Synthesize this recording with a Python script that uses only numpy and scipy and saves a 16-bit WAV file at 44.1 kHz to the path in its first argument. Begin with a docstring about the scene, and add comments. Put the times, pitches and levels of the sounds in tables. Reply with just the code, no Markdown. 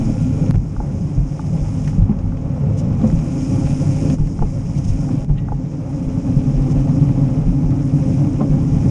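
"""On a damp paved path between concrete walls, a mountain bike rolls fast, heard from its handlebar.
Knobby tyres force the frame into vibration and fling off a hiss of spray; the freehub's pawls buzz,
and turbulent air buffets the microphone. Impacts excite damped modes: bumps thud, grit ticks, loose
parts clatter, the gears shift and the frame knocks. Friction adds the swish of passing plants and
one scrape of a brake rotor."""
import sys
import numpy as np
from scipy.fft import rfft, irfft, next_fast_len
from scipy.io import wavfile
from scipy.ndimage import uniform_filter1d, minimum_filter1d, map_coordinates

SR = 44100
rng = np.random.default_rng(int(sys.argv[2]) if len(sys.argv) > 2 else 0)


def materialize(psi):
    """Save the field psi as 16-bit PCM at rate SR to the path in sys.argv[1].

    A 1-D psi becomes a single channel; in a 2-D psi each row is a channel.
    """
    bounded = np.clip(np.atleast_2d(psi).T, -1, 1)
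    quanta = np.round(bounded * 32767).astype(np.int16)
    wavfile.write(sys.argv[1], SR, quanta)


N = 392490

ROLLING = [(0, -29), (0.15, -31), (0.51, -29.5), (0.53, -44), (0.7, -39.5), (1.05, -35.5), (1.25, -39.5),
           (1.55, -34.5), (2.25, -34.5), (2.85, -29), (3.25, -31.5), (4.14, -28.5), (4.17, -38.5),
           (4.85, -36), (5.24, -31.5), (5.27, -41.5), (5.8, -35.5), (6.7, -29.5), (7.4, -28.5),
           (7.55, -32.5), (8.1, -30.5), (8.88, -29.5)]  # how hard the tyres work the ground: t/s, level/dB
TREAD = [(0, 110.6, 15), (1.4, 137, -15.5), (2.3, 103, -16.5), (3.1, 111, 7.5), (3.9, 137, 1),
         (4.4, 136, 2.5), (5.5, 132, 2), (6.3, 129.7, 3.5), (7.2, 128, 9), (8.1, 132, 6.5),
         (8.9, 123, -12.5)]  # knob impacts: t/s, nominal rate/Hz, relative hum level/dB
KNOB_HARMONICS = [-3.5, -2.5, -12, -9, -10.5, -10]  # knob force at harmonics 1-6: level/dB
ANTIRESONANCES = [(118, 3.6), (243, 7.7), (481, 9.8)]  # where the frame barely responds: f/Hz, width/Hz
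BOOM_MODES = [(46, 6, -7), (72, 14, -10), (104, 8, 1), (131, 9, -5), (145, 15, 3), (165, 20, -3),
              (205, 30, -13.5)]  # low resonances of frame, fork and tyre: f/Hz, width/Hz, level/dB
DRONE_MODES = [(258.8, 11, -0.5), (284, 23, -4), (325.5, 55, -14), (429, 34.4, -11.5), (522, 30, -5.5),
               (550, 26, -11), (662, 61, -15), (799, 37, -10), (1037, 100, -13.5), (1128, 57, -18)]  # their upper resonances: f/Hz, width/Hz, level/dB
BOOM_LEVEL = [(0, -18.5), (0.45, -15), (0.75, -25.5), (1.0, -18.5), (1.35, -25), (1.6, -20), (2.5, -19),
              (2.8, -16), (3.4, -21), (3.9, -14.5), (4.03, -18.5), (4.13, -16), (4.3, -21.5), (5.2, -19),
              (5.9, -23.5), (6.25, -19), (6.7, -15), (7.8, -18), (8.2, -16), (8.35, -20.5), (8.8, -14)]  # low boom, following the unevenness of the paving: t/s, level/dB
DRONE_LEVEL = [(0, -26), (0.27, -24), (0.51, -27.5), (0.56, -32.5), (1.0, -32.5), (1.3, -33.5), (2.1, -30),
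               (2.65, -33), (2.85, -24.5), (2.98, -29), (3.2, -28), (3.5, -21.5), (3.77, -26),
               (4.14, -22.5), (4.19, -32.5), (4.9, -33), (5.13, -24.5), (5.3, -32.5), (5.7, -27.5),
               (5.82, -29), (6.1, -26.5), (6.86, -21.5), (7.55, -23), (8.1, -21), (8.88, -24.5)]  # the tread's drone in the frame: t/s, level/dB
# the tread's whine, swelling as the wheel turns and flaring at hard knocks to the frame: t/s, level/dB
WHINE_LEVEL = [(0.0, -44), (0.17, -37), (0.3, -41), (0.49, -34), (0.59, -57), (0.72, -48), (0.94, -41),
               (1.26, -51), (1.36, -38), (1.41, -51), (1.58, -37), (1.68, -45), (2.3, -43), (2.85, -34.5),
               (3.0, -44), (3.05, -28.5), (3.15, -41.5), (4.14, -35), (4.19, -50), (4.51, -48),
               (4.54, -36.5), (4.64, -47.5), (5.23, -41), (5.28, -50), (5.87, -40.5), (7.46, -37),
               (7.51, -44), (7.98, -39.5), (8.03, -34), (8.33, -42), (8.35, -48), (8.4, -31.5), (8.7, -44),
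               (8.9, -37)]
RUSH_SPECTRUM = [(300, -32.5), (600, 1.5), (900, 1), (1050, -6), (1350, -7), (1650, -14), (2200, -15),
                 (4000, -48)]  # tread slapping the ground: f/Hz, level/dB
WHINE_HZ, WHINE_HALF_WIDTH_HZ = 546, 62
LOAD_SWAY, LOAD_SWAY_HZ = 0.009, 5  # fractional pitch deviation; its rate

THROW = [(0, -48.5), (0.51, -52.5), (0.53, -58), (1.0, -54), (1.22, -56), (1.4, -52), (1.9, -49.5),
         (2.05, -62), (2.97, -56.5), (3.06, -51.5), (3.25, -50.5), (3.5, -46.5), (4.14, -45), (4.17, -54),
         (5.12, -50.5), (5.24, -54.5), (5.27, -61.5), (5.5, -59.5), (5.88, -57), (5.94, -54.5), (6.75, -52),
         (7.7, -55.5), (8.05, -50), (8.5, -54), (8.88, -50)]  # water and sand thrown by the tread: t/s, level/dB
SCRUB_SPECTRUM = [(1000, -13.5), (1700, -7.5), (2100, -4), (2420, 0), (2680, -4), (3050, -5.5), (3450, -10),
                  (4300, -13.5), (6000, -16), (11000, -48.5)]  # sand under the tread: f/Hz, level/dB
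SPRAY_SPECTRUM = [(3000, -36.5), (4400, -19.5), (4950, -2), (5300, 0.2), (5850, -0.5), (6200, -3),
                  (6520, 0.5), (6900, -3.5), (7600, -7.5), (8600, -29.5)]  # flying droplets: f/Hz, level/dB
MIST_SPECTRUM = [(6500, -30), (7800, -3), (8500, -1), (9400, -2), (9900, -7.5), (10350, -7.5),
                 (11100, -24.5), (11800, -42)]  # fine mist: f/Hz, level/dB

COASTS = [(0, 0.512, -53.5), (3.05, 4.15, -55), (4.45, 5.25, -62)]  # spells of freehub buzz: start/s, end/s, level/dB
HUB_MODES = [(1395, 40, 6), (2400, 100, 1.5), (6700, 170, -1), (10000, 170, -17)]  # resonances of the hub shell: f/Hz, width/Hz, level/dB
PAWL_HZ, PAWL_FADE_DB = 252, 15  # tick rate; fall of each tick before the next

BREEZE = [(0, -25.5), (1.0, -36), (1.45, -35), (2.1, -26.0), (2.6, -32), (3.3, -29.5), (5.2, -30),
          (5.9, -37), (6.7, -26.5), (8.3, -33), (8.88, -33.5)]  # steady airflow on the microphone: t/s, level/dB
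GUSTS = [(0.57, -13), (0.79, -16), (1.19, -10), (1.62, -18), (2.0, -9), (2.24, -13), (3.14, -11.5),
         (3.66, -23), (4.21, -9.5), (4.42, -11), (4.9, -8.5), (5.31, -12.5), (5.52, -17), (6.08, -22),
         (6.37, -16), (6.58, -12.5), (6.78, -15), (7.47, -10.5), (7.66, -17), (8.52, -18), (8.74, -15)]  # single eddies, most at a jolt: t/s, level/dB
BUFFET_SPECTRUM = [(8, -45), (17, -6.5), (25, 1.5), (36, -3), (46, 13.5), (56, -19.5), (90, -13),
                   (200, -32), (600, -92.5)]  # turbulent pressure: f/Hz, level/dB

BUMPS = [(0.215, -8, 161.5, -22, -52), (0.539, -6.5, 139.3, -15, -33), (0.555, -6.5, 105, -11, -60),
         (1.175, -4.5, 139, -14, -39), (1.525, -9.5, 154, -16, -48), (1.87, -6.5, 150, -17, -40),
         (1.98, -4, 164.5, -14, -55), (2.019, -1.5, 97, -11, -37), (2.092, -4.5, 206, -12, -33.5),
         (2.625, -8.5, 142, -22, -55), (2.865, -10, 200, -22, -51), (3.036, -3.5, 218, -25, -30),
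         (3.126, -4, 163, -18, -39), (4.2, -9.5, 157, -4, -39), (4.416, -12.5, 188, -3, -33),
         (4.894, -11.5, 106.5, -16, -51), (5.293, -6, 142, -19, -34), (6.362, -4.5, 148, -8, -57),
         (6.68, -10, 142, -17, -54), (7.01, -4.5, 150, -11, -51), (7.095, -8, 140, -18, -56),
         (7.21, -4, 141, -18, -52), (7.385, -2.5, 146.5, -16, -43), (7.479, -6, 175, -14, -54),
         (7.635, -3, 147, -17, -38), (7.93, -7, 143, -16, -49), (8.115, -10.5, 170, -20, -50),
         (8.178, -9, 159, -18, -37), (8.21, -4, 136, -16, -55), (8.409, -8, 214.7, -24, -35),
         (8.497, -3.5, 148.5, -5, -39)]  # jolts: t/s, level/dB, tyre f/Hz, relative fork heave/dB, rattle/dB
SLAB_EDGES = [(0.509, 0.522, -8), (4.156, 4.184, -3), (5.248, 5.28, -3.5)]  # the tyre skips off an edge: lift/s, landing/s, gain/dB
SNAPS = [(0.51, -12), (5.247, -28)]  # dead snaps as the tyre lifts: t/s, level/dB
GRIT = [(.517, -41, 0.013), (.557, -39, 0.02), (1.876, -37.5, .02), (2.188, -44, 0.035), (2.371, -45, .03),
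        (3.015, -40, 0.033), (3.1015, -30.5, 0.004), (3.189, -39, 0.022), (3.706, -38, 0.03),
        (3.7745, -41, .015), (4.0994, -33, 0.025), (4.272, -40, .012), (6.893, -41, 0.02),
        (7.705, -42.5, .05)]  # stones flicked against the frame: t/s, level/dB, T60/s
CLATTERS = [(0.541, -39), (1.876, -30), (2.021, -51), (4.198, -47), (4.272, -41), (5.218, -46),
            (5.292, -42.5)]  # loose parts set chattering: t/s, level/dB
CLATTER_GAP_S, CLATTER_LOSS_DB, CLATTER_T60_S = 0.0045, 5.5, 0.018  # typical values per contact

LEVER_CLICKS = [(.765, -24), (1.394, -20.5), (1.931, -32), (2.322, -29.5), (3.014, -34), (4.185, -31.5),
                (4.391, -24.5), (5.091, -28), (5.4855, -23)]  # the shifter lever snaps: t/s, level/dB
LEVER_MODES = [(865, 3, 0.034), (1143, 5.5, 0.014), (1240, -5, 0.013), (1380, -4, 0.02)]  # modes of the lever: f/Hz, level/dB, T60/s
CHAIN_DROPS = [(.801, -12), (4.422, -7), (5.519, -11)]  # the chain lands on a cog: t/s, level/dB
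DRIVETRAIN_MODES = [(228, 1, 0.056), (340, 0, 0.05), (431, -3, 0.058), (580, -6, 0.03), (770, -3, 0.03),
                    (830, 1, 0.045), (1194, -13, 0.03), (1370, -7, 0.016)]  # modes of the drivetrain: f/Hz, level/dB, T60/s

SWISHES = [(1.894, -53, 0.016), (2.792, -42.5, 0.013), (3.077, -43.5, 0.0033), (4.783, -45, 0.01),
           (4.849, -44, .007), (4.892, -43, 0.015), (5.013, -47, 0.0045), (6.718, -46, 0.0065)]  # plants brush the bike: t/s, level/dB, half-length/s
KNOCKS = [(3.039, -25), (8.184, -34), (8.409, -17)]  # hard jolts to the frame: t/s, level/dB
TUBE_MODES = [(410, -9, .04), (596, 1, 0.13), (748, 0, 0.064), (1068, -3.5, 0.05), (1220, -7, .035)]  # modes of the frame tubes: f/Hz, level/dB, T60/s
PAD_GRAZES = [(5.378, -58)]  # a brake pad touches its rotor: t/s, level/dB
ROTOR_MODES = [(1925, 5, .6), (2360, -4, .3), (2760, 14, .05), (2930, 0, .15), (3714, -5, 0.25)]  # modes of the steel disc: f/Hz, level/dB, T60/s
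CEILING, TOP_HZ = 0.82, 11600  # the limiter's threshold and the camera's band limit


def amp(db):
    """Amplitude ratio of a level in decibels."""
    return 10 ** (np.asarray(db) / 20)


def unit(x):
    """Normalisation to rms 1."""
    return x / np.sqrt(np.mean(x ** 2) + 1e-20)


def even(x, seconds):
    """Normalisation to a running rms of 1; faster flutter remains."""
    return x / np.sqrt(np.abs(uniform_filter1d(x * x, max(int(seconds * SR), 2))) + 1e-20)


def curves(rows):
    """Linear interpolation, sample by sample, of each column after the time."""
    s, *cols = np.transpose(rows)
    return [np.interp(np.arange(N) / SR, s, c) for c in cols]


def swing(rows):
    """Decomposition of a level curve into its mean and its deviation, in dB."""
    db, = curves(rows)
    return db.mean(), db - db.mean()


def wobble(hz):
    """Smooth random modulation: a spline through hz random knots a second."""
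    knots = rng.standard_normal(int(N * hz / SR) + 4)
    grid = np.arange(0, len(knots) - 1, 1 / 16)
    return np.interp(np.arange(N) * hz / SR, grid, map_coordinates(knots, [grid]))


def swell(s, rise_s, fall_s):
    """Exponential growth to 1 at time s, then exponential decay."""
    t = np.arange(N) / SR
    return np.exp(-np.minimum(np.maximum((s - t) / rise_s, (t - s) / fall_s), 20))


def noise():
    """White Gaussian noise."""
    return rng.standard_normal(N)


def filtered(x, response):
    """Linear filtering: the spectrum of x times a frequency response."""
    size = next_fast_len(N + SR // 2)
    return irfft(rfft(x, size) * response(np.fft.rfftfreq(size, 1 / SR)), size)[:N]


def colour(x, points):
    """Spectral shaping by a curve of points: f/Hz, level/dB."""
    hz, db = np.transpose(points)
    return filtered(x, lambda f: amp(np.interp(np.log(f + 1), np.log(hz), db)))


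def resonate(x, modes):
    """Forced response of parallel resonators, which cancel between neighbouring peaks."""
    return filtered(x, lambda f: sum(amp(db) * 1j * f * width / (hz * hz - f * f + 1j * f * width)
                                     for hz, width, db in modes))


def ring(modes, t):
    """Free vibration: a sum of damped modes, each struck with slightly random strength."""
    return sum(amp(db + rng.standard_normal() - 60 * t / t60) * np.sin(2 * np.pi * hz * t)
               for hz, db, t60 in modes)


def strike(modes, t, onset):
    """Impact response: free vibration under an onset envelope, scaled to peak 1."""
    sound = ring(modes, t) * onset
    return sound / np.abs(sound).max()


def add(track, s, sound):
    """Superposition of a sound on a track at time s."""
    part = track[max(round(s * SR), 0):][:len(sound)]
    part += sound[:len(part)]


def knob_phase(ratio):
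    """Phase as the integral of frequency, here ratio times the unsteady knob rate."""
    knob_hz, _ = curves(TREAD)
    return 2 * np.pi * np.cumsum(knob_hz * ratio * (1 + 0.0118 * wobble(20))) / SR


def shaking():
    """Periodic knob forces and random roughness drive the frame, except at its antiresonances."""
    _, hum_db = curves(TREAD)
    phases = knob_phase(ratio=0.99), knob_phase(ratio=1.085)  # the two tyres differ in knob spacing
    knobs = sum(amp(db + 2.3 * wobble(12)) * np.sin(k * phase + rng.uniform(0, 2 * np.pi))
                for phase in phases for k, db in enumerate(KNOB_HARMONICS, 1))
    force = noise() + amp(hum_db - 28) * unit(knobs)
    return filtered(force, lambda f: np.prod([(hz * hz - f * f) / (hz * hz - f * f + 1j * f * width)
                                              for hz, width in ANTIRESONANCES], axis=0))


def swayed(x):
    """Frequency modulation: pitch wanders as the load on the tyre changes."""
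    position = np.arange(N) + np.cumsum(LOAD_SWAY * wobble(LOAD_SWAY_HZ))
    return map_coordinates(x, [position], order=1, mode="mirror")


def tyres():
    """Forced vibration: the tyres drive the frame's resonances, while tread slap radiates a rush."""
    mean_db, roll_db = swing(ROLLING)
    boom_db, = curves(BOOM_LEVEL)
    drone_db, = curves(DRONE_LEVEL)
    whine_db, = curves(WHINE_LEVEL)
    overtone_db = mean_db - 9.5 + 0.88 * roll_db
    rush_db = mean_db - 13.5 + 0.56 * roll_db
    force = shaking()
    # soft rubber passes little treble to the frame
    boom = colour(resonate(force, BOOM_MODES),
                  [(30, -19.5), (70, 7.5), (230, 0), (330, -12), (450, -11.5), (1000, -52)])
    ringing = colour(swayed(resonate(force, DRONE_MODES)),
                     [(100, -29), (225, -4.5), (255, 11), (850, -5), (1300, -18), (3000, -39)])
    drone = filtered(ringing, lambda f: 1 / (1 + (f / 380) ** 16))
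    whine = filtered(ringing, lambda f: 1 / (1 + ((f - WHINE_HZ) / WHINE_HALF_WIDTH_HZ) ** 8))
    frame = (amp(boom_db + 0.9 * wobble(10)) * even(boom, seconds=0.13)
             + amp(drone_db) * even(drone, seconds=0.18)
             + amp(whine_db) * even(whine, seconds=0.17)
             + amp(overtone_db) * even(ringing - drone - whine, seconds=0.25))
    rush_gain = amp(rush_db + 0.88 * wobble(7.5))
    slaps = noise() * amp(0.83 * wobble(70) + 1.6 * wobble(400))
    rush = rush_gain * unit(colour(slaps, RUSH_SPECTRUM))
    load_flutter = amp(1.04 * wobble(30))  # uneven paving varies the wheel load
    return load_flutter * (frame + rush)


def hiss(spectrum):
    """Fast random amplitude modulation gives a band of noise its grain."""
    grains = noise() * amp(1.8 * wobble(900))
    return unit(colour(grains, spectrum)) * amp(0.97 * wobble(45))


def spray():
    """Incoherent sources: droplets and sand sum to a hiss, lightly modulated by the knobs."""
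    mean_db, throw_db = swing(THROW)
    _, roll_db = swing(ROLLING)
    chop = 1 + 0.11 * np.cos(knob_phase(ratio=0.82))
    sand = amp(-54.5 + 0.42 * roll_db + 0.57 * throw_db) * hiss(SCRUB_SPECTRUM)
    flicker = amp(0.25 * wobble(65))
    droplets = amp(mean_db - 0.53 + throw_db) * hiss(SPRAY_SPECTRUM)
    mist = amp(mean_db - 10 + 1.17 * throw_db) * hiss(MIST_SPECTRUM)
    return chop * (sand + flicker * (droplets + mist))


def freehub():
    """Pulse excitation: while the rider coasts, pawl ticks drive the hub shell's narrow resonances."""
    t = np.arange(N) / SR
    cycle = np.cumsum(PAWL_HZ * (1 + 0.028 * wobble(8))) / SR % 1
    ticks = noise() * amp(-PAWL_FADE_DB * cycle)
    buzz = unit(resonate(ticks, HUB_MODES))
    coasting = sum(amp(db) * ((t > start) & (t < end)) for start, end, db in COASTS)
    return uniform_filter1d(coasting, size=800) * amp(1.5 * wobble(12)) * buzz


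def wind():
    """Turbulent pressure on the microphone: sudden eddies and a restless breeze add in power."""
    breeze_db, = curves(BREEZE)
    gusts = sum(amp(db) * swell(s, rise_s=0.013, fall_s=0.039) for s, db in GUSTS)
    eddies = even(colour(noise(), BUFFET_SPECTRUM), seconds=0.12)
    return np.hypot(amp(breeze_db + 2.2 * wobble(9.7)), gusts) * eddies


def bumps():
    """Damped oscillation: each bump rings the tyre, heaves the fork and rattles the cables."""
    thuds, shake, t = np.zeros(N), np.zeros(N), np.arange(SR // 3) / SR
    for s, db, hz, heave_db, rattle_db in BUMPS:
        tyre = amp(-60 * t / 0.16) * np.sin(2 * np.pi * hz * t)
        fork = amp(heave_db + 0.5 - 60 * t / 0.066) * np.sin(2 * np.pi * 42 * t)
        add(thuds, s, -amp(db + 1) * (1 - np.exp(-t / 0.0041)) * (tyre + fork))
        add(shake, s, amp(rattle_db + 5.5 - 60 * t / 0.19) * (1 - np.exp(-t / 0.00067)))
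    rattle = colour(noise(), [(200, -24), (350, 14), (560, -2), (850, -1.5), (1200, -19),
                              (1500, -26), (2500, -23.5), (5000, -49)])
    return thuds + shake * even(rattle, seconds=0.11)


def ground_contact():
    """Rolling noise needs contact: its gain drops while the tyre is off the ground."""
    t = np.arange(N) / SR
    dip_db = sum(db * ((t > lift) & (t < land)) for lift, land, db in SLAB_EDGES)
    return amp(uniform_filter1d(dip_db, size=128))


def snaps():
    """A brief impulse has a broad spectrum: a sudden push snaps without ringing."""
    out, t = np.zeros(N), np.arange(SR // 100) / SR
    for s, db in SNAPS:
        add(out, s, amp(db) * np.exp(-t / 0.00076) * (1 + 0.15 * rng.standard_normal(len(t))))
    return colour(out, [(4000, -0.5), (7000, -5), (11000, -6)])


def grit():
    """Impact noise: small stones hit the frame, each a quickly decaying broadband tick."""
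    ticks, t = np.zeros(N), np.arange(SR // 10) / SR
    for s, db, t60 in GRIT:
        add(ticks, s, amp(db - 60 * t / t60) * rng.standard_normal(len(t)))
    return colour(ticks, [(400, -5), (1200, 11.5), (2800, 7), (4200, 0.5), (6000, 1), (11000, -19)])


def clatter():
    """Inelastic collisions: chain and cables hit the frame in uneven, fading runs."""
    force, t = np.zeros(N), np.arange(SR // 10) / SR
    for s, db in CLATTERS:
        gaps = CLATTER_GAP_S * rng.uniform(0.56, 1.5, size=8)
        for k, delay in enumerate(np.cumsum(gaps) - gaps[0]):
            contact_db = db - CLATTER_LOSS_DB * k + 2 * rng.standard_normal()
            add(force, s + delay, amp(contact_db - 60 * t / CLATTER_T60_S))
    spectrum = [(500, -11), (1200, 9), (2400, 1), (4000, -16), (6500, -15), (10000, -24)]
    return force * unit(colour(noise(), spectrum))


def gears():
    """Structure-borne sound: lever clicks and chain drops lose treble on their way through the bar."""
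    out, t = np.zeros(N), np.arange(SR // 4) / SR
    for s, db in LEVER_CLICKS:
        add(out, s, amp(db) * strike(LEVER_MODES, t, onset=1 - np.exp(-t / 0.0006)))
    for s, db in CHAIN_DROPS:
        add(out, s, amp(db - 4) * strike(DRIVETRAIN_MODES, t, onset=1 - np.exp(-(t / 0.002) ** 2)))
    return colour(out, [(1500, -1), (1850, -11), (3000, -10), (6000, -35)])


def plants():
    """Friction noise: leaves slide along the bike in short, bright swishes."""
    t = np.arange(N) / SR
    brushing = sum(amp(db) * np.exp(-0.5 * ((t - s) / half) ** 2) for s, db, half in SWISHES)
    spectrum = [(1200, -29), (2600, -3.5), (4300, -11), (5500, 3), (6700, 0.5), (8000, -8.5),
                (9400, -9), (11500, -29)]
    return brushing * unit(colour(noise(), spectrum))


def knocks():
    """Modal response: a hard jolt sounds the frame's damped tubes, and loose fittings judder."""
    tubes, t = np.zeros(N), np.arange(SR // 4) / SR
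    for s, db in KNOCKS:
        add(tubes, s, amp(db) * strike(TUBE_MODES, t, onset=1 - np.exp(-t / 0.0021)))
    judder = sum(amp(db - 8) * swell(s, rise_s=0.0042, fall_s=0.013) for s, db in KNOCKS)
    fittings = colour(noise(), [(200, -12), (400, 1), (750, -1), (950, -2), (1200, -2.5),
                                (1550, -22), (3000, -37.5), (8000, -70)])
    return tubes + judder * even(fittings, seconds=0.03)


def rotor():
    """Frictional excitation: a pad scrapes the steel disc, which rings on faintly and unevenly."""
    disc, t = np.zeros(N), np.arange(SR // 2) / SR
    spectrum = [(1400, -28), (1900, 5), (2300, -5), (2850, 2), (3400, -7), (4100, -9), (5000, -31)]
    rasp = unit(colour(noise(), spectrum))
    for s, db in PAD_GRAZES:
        add(disc, s, amp(db) * (1 - np.exp(-t / 0.0023)) * ring(ROTOR_MODES, t))
    scrape = sum(amp(db + 15) * swell(s + 0.006, rise_s=0.008, fall_s=0.008) for s, db in PAD_GRAZES)
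    return disc * amp(2 * wobble(90)) + scrape * rasp


def scene():
    """Superposition of all sources at the handlebar, in one channel."""
    rolling = ground_contact() * (tyres() + spray()) + freehub()
    transients = bumps() + knocks() + gears() + grit() + plants() + snaps() + clatter() + rotor()
    return (rolling + wind() + transients)[None]


def record(dry):
    """Limiting and low-pass filtering: the gain eases down at the loudest peaks, and the camera cuts the top."""
    needed = np.minimum(1, CEILING / (np.abs(dry[0]) + 1e-9))
    held = minimum_filter1d(needed, size=800)
    gain = uniform_filter1d(uniform_filter1d(held, size=400), size=400)
    return filtered(dry[0] * gain, lambda f: 1 / (1 + (f / TOP_HZ) ** 60))[None]


dry = scene()
out = record(dry)
materialize(out)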